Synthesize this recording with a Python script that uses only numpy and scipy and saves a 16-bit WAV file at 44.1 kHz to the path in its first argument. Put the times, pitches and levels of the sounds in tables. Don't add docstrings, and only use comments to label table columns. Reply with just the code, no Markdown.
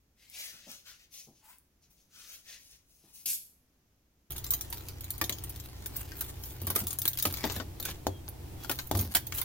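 import sys
import numpy as np
from scipy import signal
from scipy.fft import rfft, irfft
from scipy.io import wavfile
from scipy.ndimage import uniform_filter1d

SR = 44100
rng = np.random.default_rng(int(sys.argv[2]) if len(sys.argv) > 2 else 0)


def int16_out(signal):
    q = np.round(np.clip(np.atleast_2d(signal).T, -1, 1) * 32767)
    wavfile.write(sys.argv[1], SR, q.astype(np.int16))


N = 416683
TIME = np.arange(N) / SR
AGE = np.arange(SR // 2) / SR
CLOCK = np.arange(0, N / SR, .001)
OUTSIDE_S = 4.299

# frequency_hz, level_db
ROOM_TONE = [(25, -8), (62, 1), (100, -7), (170, -9), (300, -13), (500, -20), (1000, -27), (2200, -29),
             (4000, -32), (6400, -29), (8200, -37), (13000, -31), (16000, -33)]
OUTDOOR_TONE = [(15, -5.5), (25, -33), (43, -3.5), (87, -2.5), (161, -12), (206, -19), (326, -13.5),
                (416, -19.5), (575, -26), (840, -24), (1160, -34), (3080, -36), (8590, -40.5),
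                (14800, -36.5), (16000, -39)]
# pitch_hz, level_db
MACHINE_TONES = [(62, -53), (91.5, -52.5), (123.8, -55.5), (303, -74)]
# start_s, length_s, start_hz, end_hz, level_db
BIRD_WHISTLES = [(8.08, .14, 3330, 3190, -58), (8.57, .14, 3410, 3250, -59), (9.19, .13, 3320, 3200, -63)]

# frequency_hz, level_db
RUB_TONE = [(300, -29), (620, -9), (900, -20.5), (1700, -16), (2500, -1), (3400, -1.5), (4800, 2),
            (6400, 8), (8000, -11.5), (12000, -60.5)]
HISS_TONE = [(4000, -48), (7500, -1.5), (10500, 7), (13500, 2.5), (16000, 7.5)]
SKID_TONE = [(180, -29.5), (300, -30.5), (447, -43), (593, -32.5), (1100, -40), (1210, -52), (1530, -26),
             (1870, -31.5), (2250, -18.5), (3400, -15), (3950, -17), (4300, -11.5), (9390, -8.5),
             (11700, -1.5), (16000, -14)]
BOARD_TONE = [(50, -31), (130, -2.5), (210, 3.5), (330, -0.5), (450, -11), (900, -14), (3000, -74)]
SOLE_TONE = [(200, -22), (450, 8.5), (600, 8), (850, 1), (1300, -34.5), (4000, -41)]
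# multiple_of_resonance, level_db
RASP_TONE = [(0.151, -24), (0.301, -18.5), (0.497, -24), (.8, -10.5), (1, 0.5), (1.201, -7), (1.7, -8),
             (4, -12.5)]
# peak_s, rise_s, fall_s, rub_db, rasp_db, hiss_db, gap_hz, glide_octaves_per_s
FOOT_STROKES = [(.24, 0.078, 0.26, -67, -63, -67, 2120, 0.5),
                (0.427, 0.12, 0.14, -46.5, -47, -43, 2170, -2.5),
                (.58, .1, 0.29, -59.5, -59.5, -73, 1660, 3.5),
                (.725, 0.073, 0.089, -52, -61, -51.5, 1310, 0), (.885, 0.041, .1, -53, -53.5, -58, 1440, 0),
                (1.02, .05, 0.064, -64, -63.5, -68, 2030, 0),
                (1.165, 0.052, 0.11, -50.5, -89, -47.5, 2300, 2),
                (1.39, 0.079, 0.061, -70, -84, -68, 840, 0), (1.509, 0.1, .08, -100, -56, -57.5, 944, 1.5),
                (1.84, 0.028, 0.056, -68, -101, -71, 1300, 0),
                (1.915, .02, 0.056, -72, -96, -63.5, 1300, 0), (1.99, 0.05, 0.14, -72, -93, -69, 1300, 0),
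                (2.2, 0.1, 0.26, -57, -58.5, -57, 1420, -0.3),
                (2.335, 0.08, 0.071, -53, -61, -48, 1590, -1),
                (2.515, 0.075, .11, -52, -53.5, -53.5, 1860, 0.5), (2.65, 0.08, .1, -62, -89, -57, 1800, 0),
                (2.73, 0.061, 0.084, -61.5, -71, -60.5, 1740, 4),
                (2.96, 0.12, .18, -71, -97, -63.5, 1200, 0), (3.1, 0.1, .09, -69.5, -71, -63.5, 870, 1),
                (3.165, 0.041, 0.13, -58.5, -78, -49, 875, 0)]
# start_s, level_db, hollow_sole_db
FOOTFALLS = [(0.528, -55.5, -20), (0.664, -48.5, -4), (0.714, -61, -1), (1.268, -47, -36),
             (1.305, -59, -21), (3.034, -54.5, -21), (3.261, -51.5, -21)]
# start_s, level_db
BUCKLE_TICKS = [(0.2993, -35), (0.6454, -56), (0.716, -27), (1.5844, -39.5), (1.8248, -53), (2.7127, -40)]

# pitch_hz, level_db, t60_s
PANEL_RINGS = [(300, -7.5, 0.17), (386, -11.5, 0.2), (516, -8.5, 0.11), (628, -0.5, 0.039),
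               (702, -11.5, 0.1), (795, 7, 0.018), (1330, -33, 0.017)]
FRAME_RINGS = [(77.2, -1.5, 0.81), (91.2, 15, 0.27), (133, -10, 0.2)]
BRASS_RINGS = [(1050, 3.5, 0.06), (1244, -10, 0.12), (1567, 13, 0.027), (1852, 5.5, 0.06), (2244, -2, 0.1),
               (2960, -18, .06), (3180, -5, 0.14), (3540, -7, 0.21), (3900, -10, 0.27), (4490, 0, 0.12),
               (4900, -31, 0.04)]
KEY_RINGS = [(3150, -10, .1), (3420, -8, .1), (3960, -3, .07), (4680, -4, .08), (5600, -6, .08),
             (6660, 0, .13), (7230, -6, .1), (7490, -8, .14), (9090, -9, .15), (9890, -8, .16),
             (10500, -9, .13), (10990, -8, .13), (11500, -8, .12), (11920, -6, .12), (12630, -6, .13),
             (13240, -2, .13), (13880, -3, .1), (14255, -1, .13), (14700, -4, .08), (15150, -2, .08),
             (15460, -1, .13)]
# frequency_hz, level_db
DOOR_TONE = [(80, -26), (180, -4), (300, 5), (420, -2), (520, -2), (780, -4), (1100, -9.5), (3000, -42)]
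BRASS_TONE = [(400, -6.5), (800, -4.5), (1200, -1), (2000, -3), (4000, -1.5), (6800, -4), (9000, -22.5),
              (16000, -45)]
KEY_HIGH_TONE = [(4000, -41), (7500, -9.5), (9500, -3.5), (12000, -0.5), (14000, 4), (16000, 1)]
KEY_LOW_TONE = [(500, -6), (1500, -1), (2600, 0.5), (3800, 11.5), (5200, 4.5), (6700, 12), (8500, -3),
                (14000, -99)]
# start_s, level_db
BOLT_KNOCKS = [(8.0682, -11.5), (8.9132, -14)]
# start_s, level_db, panel_rattle_db
DOOR_SHUDDERS = [(5.216, -32.5, -9.5), (6.615, -30, -5.5), (6.671, -33.5, -2), (6.81, -33, 0.5),
                 (7.259, -28, -5.5), (7.452, -33.5, 1.5), (7.56, -31.5, -2), (8.076, -32, -9),
                 (8.914, -29, -4), (8.944, -19.5, -8), (8.985, -23.5, -8)]
# start_s, level_db, door_body_db, bright_edge_db, ring_hz, pan_db, rattle_t60_s
LOCK_STRIKES = [(4.5204, -38, -35, 7, 1114, -2, 0.032), (4.5348, -38, -38, -5, 4400, 8, 0.015),
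                (4.7263, -33.5, -27, -3, 944, 0, 0.0092), (5.2133, -21, -8.5, 7, 1175, 1.5, 0.017),
                (5.2953, -21.5, -13.5, 8.5, 3890, 4, 0.0049), (5.8591, -36.5, -31, 7, 6600, 10, 0.0063),
                (6.1184, -35, -23, 1, 1570, 4, 0.0063), (6.2104, -35, -9, 13, 6600, 7, 0.04),
                (6.6706, -33, -9, 0, 1130, 7, 0.054), (6.701, -30.5, -6, -1, 1140, 5, 0.085),
                (6.7616, -23, -4.5, -4, 1240, 6, 0.0091), (7.0548, -25, -19, -7, 3340, 9.5, 0.0059),
                (7.253, -21.5, -5.5, 6.5, 1260, 5, 0.02), (7.44, -21, -1.5, -30, 883, 6.5, 0.0076),
                (7.449, -46, -5, -5, 920, -4, 0.025), (7.498, -32, -3, -11, 3030, 7.5, 0.02),
                (7.5637, -36.5, -3, -17, 1710, 14, 0.019), (7.5997, -31.5, -1.5, -23, 3040, 6.5, 0.035),
                (7.7987, -47.5, 3.5, 3, 3830, 7, 0.02), (7.8556, -32, -14, -9, 2420, 3, 0.015),
                (7.885, -33.5, -5.5, -6, 3440, 2, 0.075), (8.2798, -36, -10, -9, 5070, 6, 0.0054),
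                (8.646, -36, -13, 3, 1400, 6.5, 0.018), (8.696, -21.5, -5, 6, 1450, 4.5, 0.018),
                (8.7134, -28.5, -10, 8, 1310, 3, 0.044), (8.7894, -32.5, -19, -14, 1900, 5, 0.047),
                (8.9125, -28, -2, 11, 913, 0.5, 0.015), (8.9502, -31.5, -5, 5, 1183, 6.5, 0.02),
                (9.1497, -20.5, -11.5, 14, 4180, -3.5, 0.045), (9.1572, -24, -16, -4, 3900, 11, 0.065),
                (9.1683, -25.5, -36, 11.5, 3070, -6, 0.026), (9.3228, -27.5, -41, 0, 2230, 5, 0.0044),
                (9.3824, -34.5, -15, 13, 3430, 5, 0.14), (9.418, -31, -38, -3, 2100, 1, 0.043)]
# peak_s, half_length_s, jingle_db, scrape_db
BUNCH_SHAKES = [(4.792, 0.035, -44, -55), (5.656, 0.024, -47, -56), (6.002, 0.091, -43.5, -53.5),
                (6.24, 0.12, -42.5, -54.5), (6.49, 0.099, -43, -61.5), (6.799, 0.065, -35.5, -45),
                (6.92, 0.023, -39, -49.5), (7.06, 0.031, -51, -53), (7.198, 0.035, -48, -58),
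                (7.343, 0.17, -47, -48), (7.479, 0.12, -46, -43), (7.574, 0.089, -46, -49.5),
                (7.89, 0.081, -50, -46), (8.635, 0.053, -54, -54), (8.79, 0.16, -46.5, -55),
                (9.02, 0.11, -42.5, -48.5), (9.15, 0.062, -41, -50.5), (9.413, 0.095, -32.5, -45)]
# start_s, level_db, lower_partials_db, pan_db
KEY_CLINKS = [(4.306, -27.5, -12.5, -5), (4.32, -25, -12, 0), (4.3632, -31.5, -4, 1),
              (4.3809, -25.5, -9, -3), (4.442, -28, -5.5, 0), (4.465, -31.5, -3, 0), (4.5065, -11, -17, 1),
              (4.5367, -14, -10, 1), (4.6098, -22, -6.5, 2), (4.702, -31, -26, -2),
              (4.7264, -22, -10.5, -2), (4.742, -32, -13, -1), (4.8853, -31, -3, -1.5),
              (5.008, -29.5, -10, -4), (5.0422, -30.5, -8, 1), (5.1053, -20, -12.5, -.5),
              (5.18, -32.5, -12, 5), (5.24, -22, -4.5, 1), (5.3241, -27.5, -1, 2), (5.3843, -36.5, -3, 7),
              (5.4377, -28, -10.5, 0), (5.495, -27.5, -16, 1), (5.56, -35.5, -4.5, 3),
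              (5.5993, -36.5, -2.5, 5), (5.8609, -19.5, -15.5, -1), (5.965, -22, -18.5, 0.5),
              (6.1677, -33, -17, -2), (6.208, -23.5, -19, -6), (6.437, -32, -3, 3), (6.6168, -29.5, -13, 1),
              (6.669, -19.5, -24, -2), (6.703, -18.5, -19, -2), (6.759, -11.5, -31, -1),
              (6.79, -21, -21, -2.5), (6.8696, -17.5, -10.5, 3), (6.8817, -23, -14, -5),
              (6.9065, -25.5, -6.5, 8), (6.9296, -25, -13, 1), (6.987, -18.5, -11, 6),
              (7.018, -18.5, -10, 2.5), (7.0543, -17, -9.5, -2), (7.078, -12, -9.5, 1.5),
              (7.1324, -26, -7.5, 3), (7.1733, -26, -4, 4), (7.187, -15.5, -14, 0),
              (7.1988, -24.5, -1.5, 4), (7.225, -15, -12, 4), (7.2537, -20, -35, -13), (7.2704, -22, -8, 4),
              (7.3257, -24, -23, -2), (7.34, -23.5, -3.5, 5), (7.3713, -32, -2, 7), (7.453, -24, -26, -3),
              (7.52, -25.5, -10, 0), (7.5622, -26, -11, -7), (7.8001, -27, -7.5, 2), (7.8266, -25, -8.5, 0),
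              (7.8531, -21, -6.5, -3), (7.9, -29, -10, -1), (8.2867, -31.5, -28, -7), (8.6362, -38, -6, -6),
              (8.7127, -24, -16, -12), (8.788, -28, -1.5, -1), (8.871, -36, -17, -9), (8.949, -26, -29, -3),
              (8.972, -21, -12.5, -3), (8.991, -19.5, -9.5, 1), (9.011, -19.5, -17, -2),
              (9.2684, -28, -11, -4), (9.3827, -27.5, -13, -4), (9.415, -18, -17, -7)]


def amp(db):
    return 10 ** (np.asarray(db) / 20)


def unit(x):
    return x / np.sqrt(np.mean(x ** 2))


def blow(x, size=88, crest_db=5):
    power = uniform_filter1d(np.mean(np.atleast_2d(x) ** 2, axis=0), size)
    return amp(-crest_db) * x / np.sqrt(power.max())


def pan(db):
    return amp(np.array([[.5], [-.5]]) * db)


def fade(t60):
    return np.exp(-np.log(1000) * AGE / max(t60, 1e-3))


def add(out, s, sound):
    i = max(int(s * SR), 0)
    out[:, i:i + sound.shape[-1]] += sound[..., :N - i]


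def through(x, response):
    return signal.fftconvolve(np.atleast_2d(x), np.atleast_2d(response), axes=1)[:, :x.shape[-1]]


def moving(x, response_at, size=4410):
    out, window = np.zeros((2, N)), np.hanning(size)
    for i in np.arange(0, N - size, size // 2):
        stretch = np.atleast_2d(x[..., i:i + size] * window)
        if stretch.any():
            response = np.atleast_2d(response_at((i + size / 2) / SR))
            add(out, i / SR, signal.fftconvolve(stretch, response, axes=1))
    return out


def colour(points, size=1024):
    hz, db = np.transpose(points)
    bins = np.maximum(np.arange(size // 2 + 1) * SR / size, 1)
    cepstrum = irfft(np.log(amp(np.interp(np.log(bins), np.log(hz), db))))
    cepstrum[1:size // 2] *= 2
    cepstrum[size // 2 + 1:] = 0
    response = irfft(np.exp(rfft(cepstrum)))
    return response / np.linalg.norm(response)


def patchy(points, spread_db, count=28):
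    hz, db = np.transpose(points)
    grid = np.geomspace(hz[0], hz[-1], count)
    uneven_db = np.interp(np.log(grid), np.log(hz), db) + spread_db * rng.standard_normal(count)
    return colour(np.transpose([grid, uneven_db]))


def partials(modes):
    return np.array([amp(db) * fade(t60) * np.sin(2 * np.pi * hz * AGE) for hz, db, t60 in modes])


def wander(rate_hz):
    hold = int(SR / rate_hz)
    steps = np.repeat(rng.standard_normal(N // hold + 1), hold)
    return unit(uniform_filter1d(uniform_filter1d(steps, hold), hold)[:N])


def grains(n, per_s, spread_db):
    impulses = (rng.random(n) < per_s / SR) * rng.choice([-1, 1], n)
    return unit(impulses * amp(spread_db * np.minimum(rng.exponential(size=n), 4)))


def swell(peak_s, rise_s, fall_s):
    before = np.maximum((peak_s - CLOCK) / rise_s, 0)
    after = np.maximum((CLOCK - peak_s) / fall_s, 0)
    return amp(-20 * (before ** 2.64 + after ** 1.66))


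def together(envelopes, db):
    return np.interp(TIME, CLOCK, np.sqrt(amp(db) ** 2 @ np.square(envelopes)))


def contact(chatter_t60, chatter_db):
    chatter = grains(len(AGE), per_s=2500, spread_db=2.5) * fade(chatter_t60) * (1 - fade(0.0021))
    force = amp(chatter_db) * chatter / (np.linalg.norm(chatter) + 1e-9)
    force[0] += 1
    return force


def struck(force, tone, rings, ring_db):
    response = rng.standard_normal((2, len(rings))) @ rings
    response *= amp(ring_db) * np.sqrt(2) / np.linalg.norm(response)
    response[:, :len(tone)] += tone
    return through(force, response)


def space(early_db, early_t60, late_db, late_t60, lag_samples=8):
    response = np.zeros((2, len(AGE)))
    for db, t60 in ((early_db, early_t60), (late_db, late_t60)):
        reflections = rng.standard_normal((2, len(AGE))) * fade(t60) * (1 - fade(0.0065))
        response += amp(db) * reflections / np.linalg.norm(reflections[0])
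    response[0, 0] += 1
    response[1, rng.integers(lag_samples)] += 1
    return response


def doorway():
    return space(early_db=-2, early_t60=.055, late_db=-12, late_t60=.2)


def air(spectrum, db, wander_db, wide_hz):
    mid, side = through(rng.standard_normal((2, N)), colour(spectrum, size=8192))
    side = signal.sosfilt(signal.butter(1, wide_hz, "high", fs=SR, output="sos"), side)
    return amp(db + wander_db * wander(5)) * np.array([mid + side, mid - side]) / np.std(mid)


def machinery():
    return sum(amp(db + 2 * wander(6.1)) * np.sqrt(2) * np.sin(2 * np.pi * hz * TIME + 1.04 * wander(8))
               for hz, db in MACHINE_TONES)


def bird():
    out = np.zeros((2, N))
    for s, length_s, start_hz, end_hz, db in BIRD_WHISTLES:
        hz = np.linspace(start_hz, end_hz, int(length_s * SR))
        arch = np.sin(np.linspace(0, np.pi, len(hz)))
        add(out, s, amp(db) * arch * np.sin(2 * np.pi * np.cumsum(hz) / SR))
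    return through(out, space(early_db=-14, early_t60=.05, late_db=-14, late_t60=.3, lag_samples=1))


def sliding_feet():
    peak_s, rise_s, fall_s, rub_db, rasp_db, hiss_db, gap_hz, glide = np.transpose(FOOT_STROKES)
    strokes = np.array([swell(*shape) for shape in zip(peak_s, rise_s, fall_s)])

    def gap(s):
        k = np.argmax(amp(rasp_db) * strokes[:, np.searchsorted(CLOCK, s)])
        octaves = glide[k] * np.clip(s - peak_s[k], -rise_s[k], fall_s[k])
        return colour(np.array(RASP_TONE) * [gap_hz[k] * 2 ** octaves, 1])

    grip = amp(0.65 * wander(60)) * (TIME < OUTSIDE_S)
    slips, fine_slips = (grip * grains(N, per_s=9000, spread_db=2.5) for _ in range(2))
    rubbing = together(strokes, rub_db) * through(slips, colour(RUB_TONE))
    hiss = together(strokes, hiss_db) * through(fine_slips, colour(HISS_TONE))
    rasp = amp(-2) * together(strokes, rasp_db) * moving(slips, gap)
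    return (rubbing + hiss + rasp) * pan(3)


def skid(start_s=3.256, attack_s=0.0026, hold_s=0.086, sag_db_per_s=62.5, release_db_per_s=300.5):
    age = np.maximum(TIME - start_s, 0)
    db = -28.5 - sag_db_per_s * age - release_db_per_s * np.maximum(age - hold_s, 0)
    pressure = np.minimum(age / attack_s, 1) * amp(db)
    return pressure * through(grains(N, per_s=5900, spread_db=3.0), colour(SKID_TONE))


def sandals():
    out = sliding_feet() + skid()
    for s, db in BUCKLE_TICKS:
        add(out, s, amp(db) * blow(through(contact(.02, chatter_db=-20), colour(HISS_TONE))))
    out = amp(-0.5) * moving(out * (TIME < OUTSIDE_S),
                             lambda s: space(early_db=-3.5, early_t60=0.053, late_db=-6, late_t60=0.42))
    for s, db, hollow_db in FOOTFALLS:
        push = rng.standard_normal(len(AGE)) * fade(.26) * (1 - fade(.025))
        board = blow(through(push, colour(BOARD_TONE)))
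        sole = blow(through(push, colour(SOLE_TONE)))
        add(out, s, amp(db) * (board + amp(hollow_db) * sole) * pan(1.7))
    return out


def door():
    out, knock = np.zeros((2, N)), -partials(PANEL_RINGS).sum(axis=0)
    for s, db in BOLT_KNOCKS:
        path = space(early_db=-6, early_t60=0.086, late_db=-16, late_t60=0.39, lag_samples=3)
        panel = blow(through(knock, path))
        force = through(contact(0.012, chatter_db=0), doorway())
        snap = blow(through(force, colour(KEY_HIGH_TONE) + colour(KEY_LOW_TONE)))
        add(out, s, amp(db) * (panel + amp(-10) * snap) * pan(1))
    rocking = blow(partials(FRAME_RINGS).sum(axis=0) * (1 - fade(0.1)))
    for s, db, rattle_db in DOOR_SHUDDERS:
        rattle = blow(through(rng.standard_normal(len(AGE)) * fade(0.43), colour(BOARD_TONE)))
        add(out, s, amp(db) * (rocking + amp(rattle_db) * rattle))
    return out


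def lock():
    out, rings = np.zeros((2, N)), partials(BRASS_RINGS)
    for s, db, body_db, edge_db, ring_hz, pan_db, rattle_t60 in LOCK_STRIKES:
        force = through(contact(rattle_t60, chatter_db=11.5), doorway())
        brass = blow(struck(force, patchy(BRASS_TONE, spread_db=0), rings, ring_db=-8))
        ring = amp(-7) * blow(partials([(ring_hz, 0, 90 / ring_hz)]))
        edge = amp(edge_db - 3) * blow(through(force, colour(KEY_HIGH_TONE)))
        body = amp(body_db) * blow(through(rng.standard_normal(len(AGE)) * fade(0.12), colour(DOOR_TONE)))
        add(out, s, amp(db) * (brass + ring + edge + body) * pan(pan_db))
    return out


def swinging_bunch(carried_until_s=7.63, settle_t60=0.19):
    peak_s, half_length_s, jingle_db, scrape_db = np.transpose(BUNCH_SHAKES)
    shakes = [swell(s, half, half) for s, half in zip(peak_s, half_length_s)]
    clink_s, clink_db = np.transpose(KEY_CLINKS)[:2]
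    decays = [(CLOCK > s) * amp(-60 * np.abs(CLOCK - s) / settle_t60) for s in clink_s]
    settling = together(decays, clink_db - 26)
    carried = TIME < carried_until_s
    jingling = np.sqrt(together(shakes, jingle_db) ** 2 + settling ** 2 + carried * amp(-57.5) ** 2)
    scraping = np.hypot(together(shakes, scrape_db), carried * amp(-59))
    rings = partials(KEY_RINGS)
    touches = grains(N, per_s=600, spread_db=3.5) * (TIME > OUTSIDE_S)
    jingle = moving(touches,
                    lambda s: struck(doorway(), patchy(KEY_HIGH_TONE, spread_db=4), rings, ring_db=-15))
    scrape = moving(touches, lambda s: through(doorway(), patchy(BRASS_TONE, spread_db=3)))
    return amp(-1.5) * (jingling * unit(jingle) + scraping * unit(scrape))


def keys(glancing_db=-25.5):
    out, rings = np.zeros((2, N)), partials(KEY_RINGS)
    is_low = np.array(KEY_RINGS)[:, 0] < 8200
    for s, db, low_db, pan_db in KEY_CLINKS:
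        chatter_db = 4.5 - 0.43 * (db - glancing_db)
        force = through(contact(chatter_t60=0.017, chatter_db=chatter_db), doorway())
        high = blow(struck(force, patchy(KEY_HIGH_TONE, spread_db=4), rings[~is_low], ring_db=-11))
        low = blow(struck(force, patchy(KEY_LOW_TONE, spread_db=4), rings[is_low], ring_db=-8))
        add(out, s, amp(db) * (amp(1.5) * high + amp(low_db) * low) * pan(pan_db))
    return out


def scene():
    inside = sandals() + air(ROOM_TONE, db=-71, wander_db=.7, wide_hz=900)
    outside_age = np.maximum(TIME - OUTSIDE_S, 0)
    swelling = amp(-3 * np.exp(-outside_age / 0.77))
    street = machinery() + bird() + swelling * air(OUTDOOR_TONE, db=-47.5, wander_db=1.37, wide_hz=430)
    outside = keys() + swinging_bunch() + lock() + door() + street
    crossfade = np.minimum(outside_age / .006, 1)
    return (1 - crossfade) * inside + crossfade * outside


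def record(dry):
    return signal.sosfilt(signal.ellip(10, .2, 70, 15900, fs=SR, output="sos"), dry)


dry = scene()
out = record(dry)
int16_out(out)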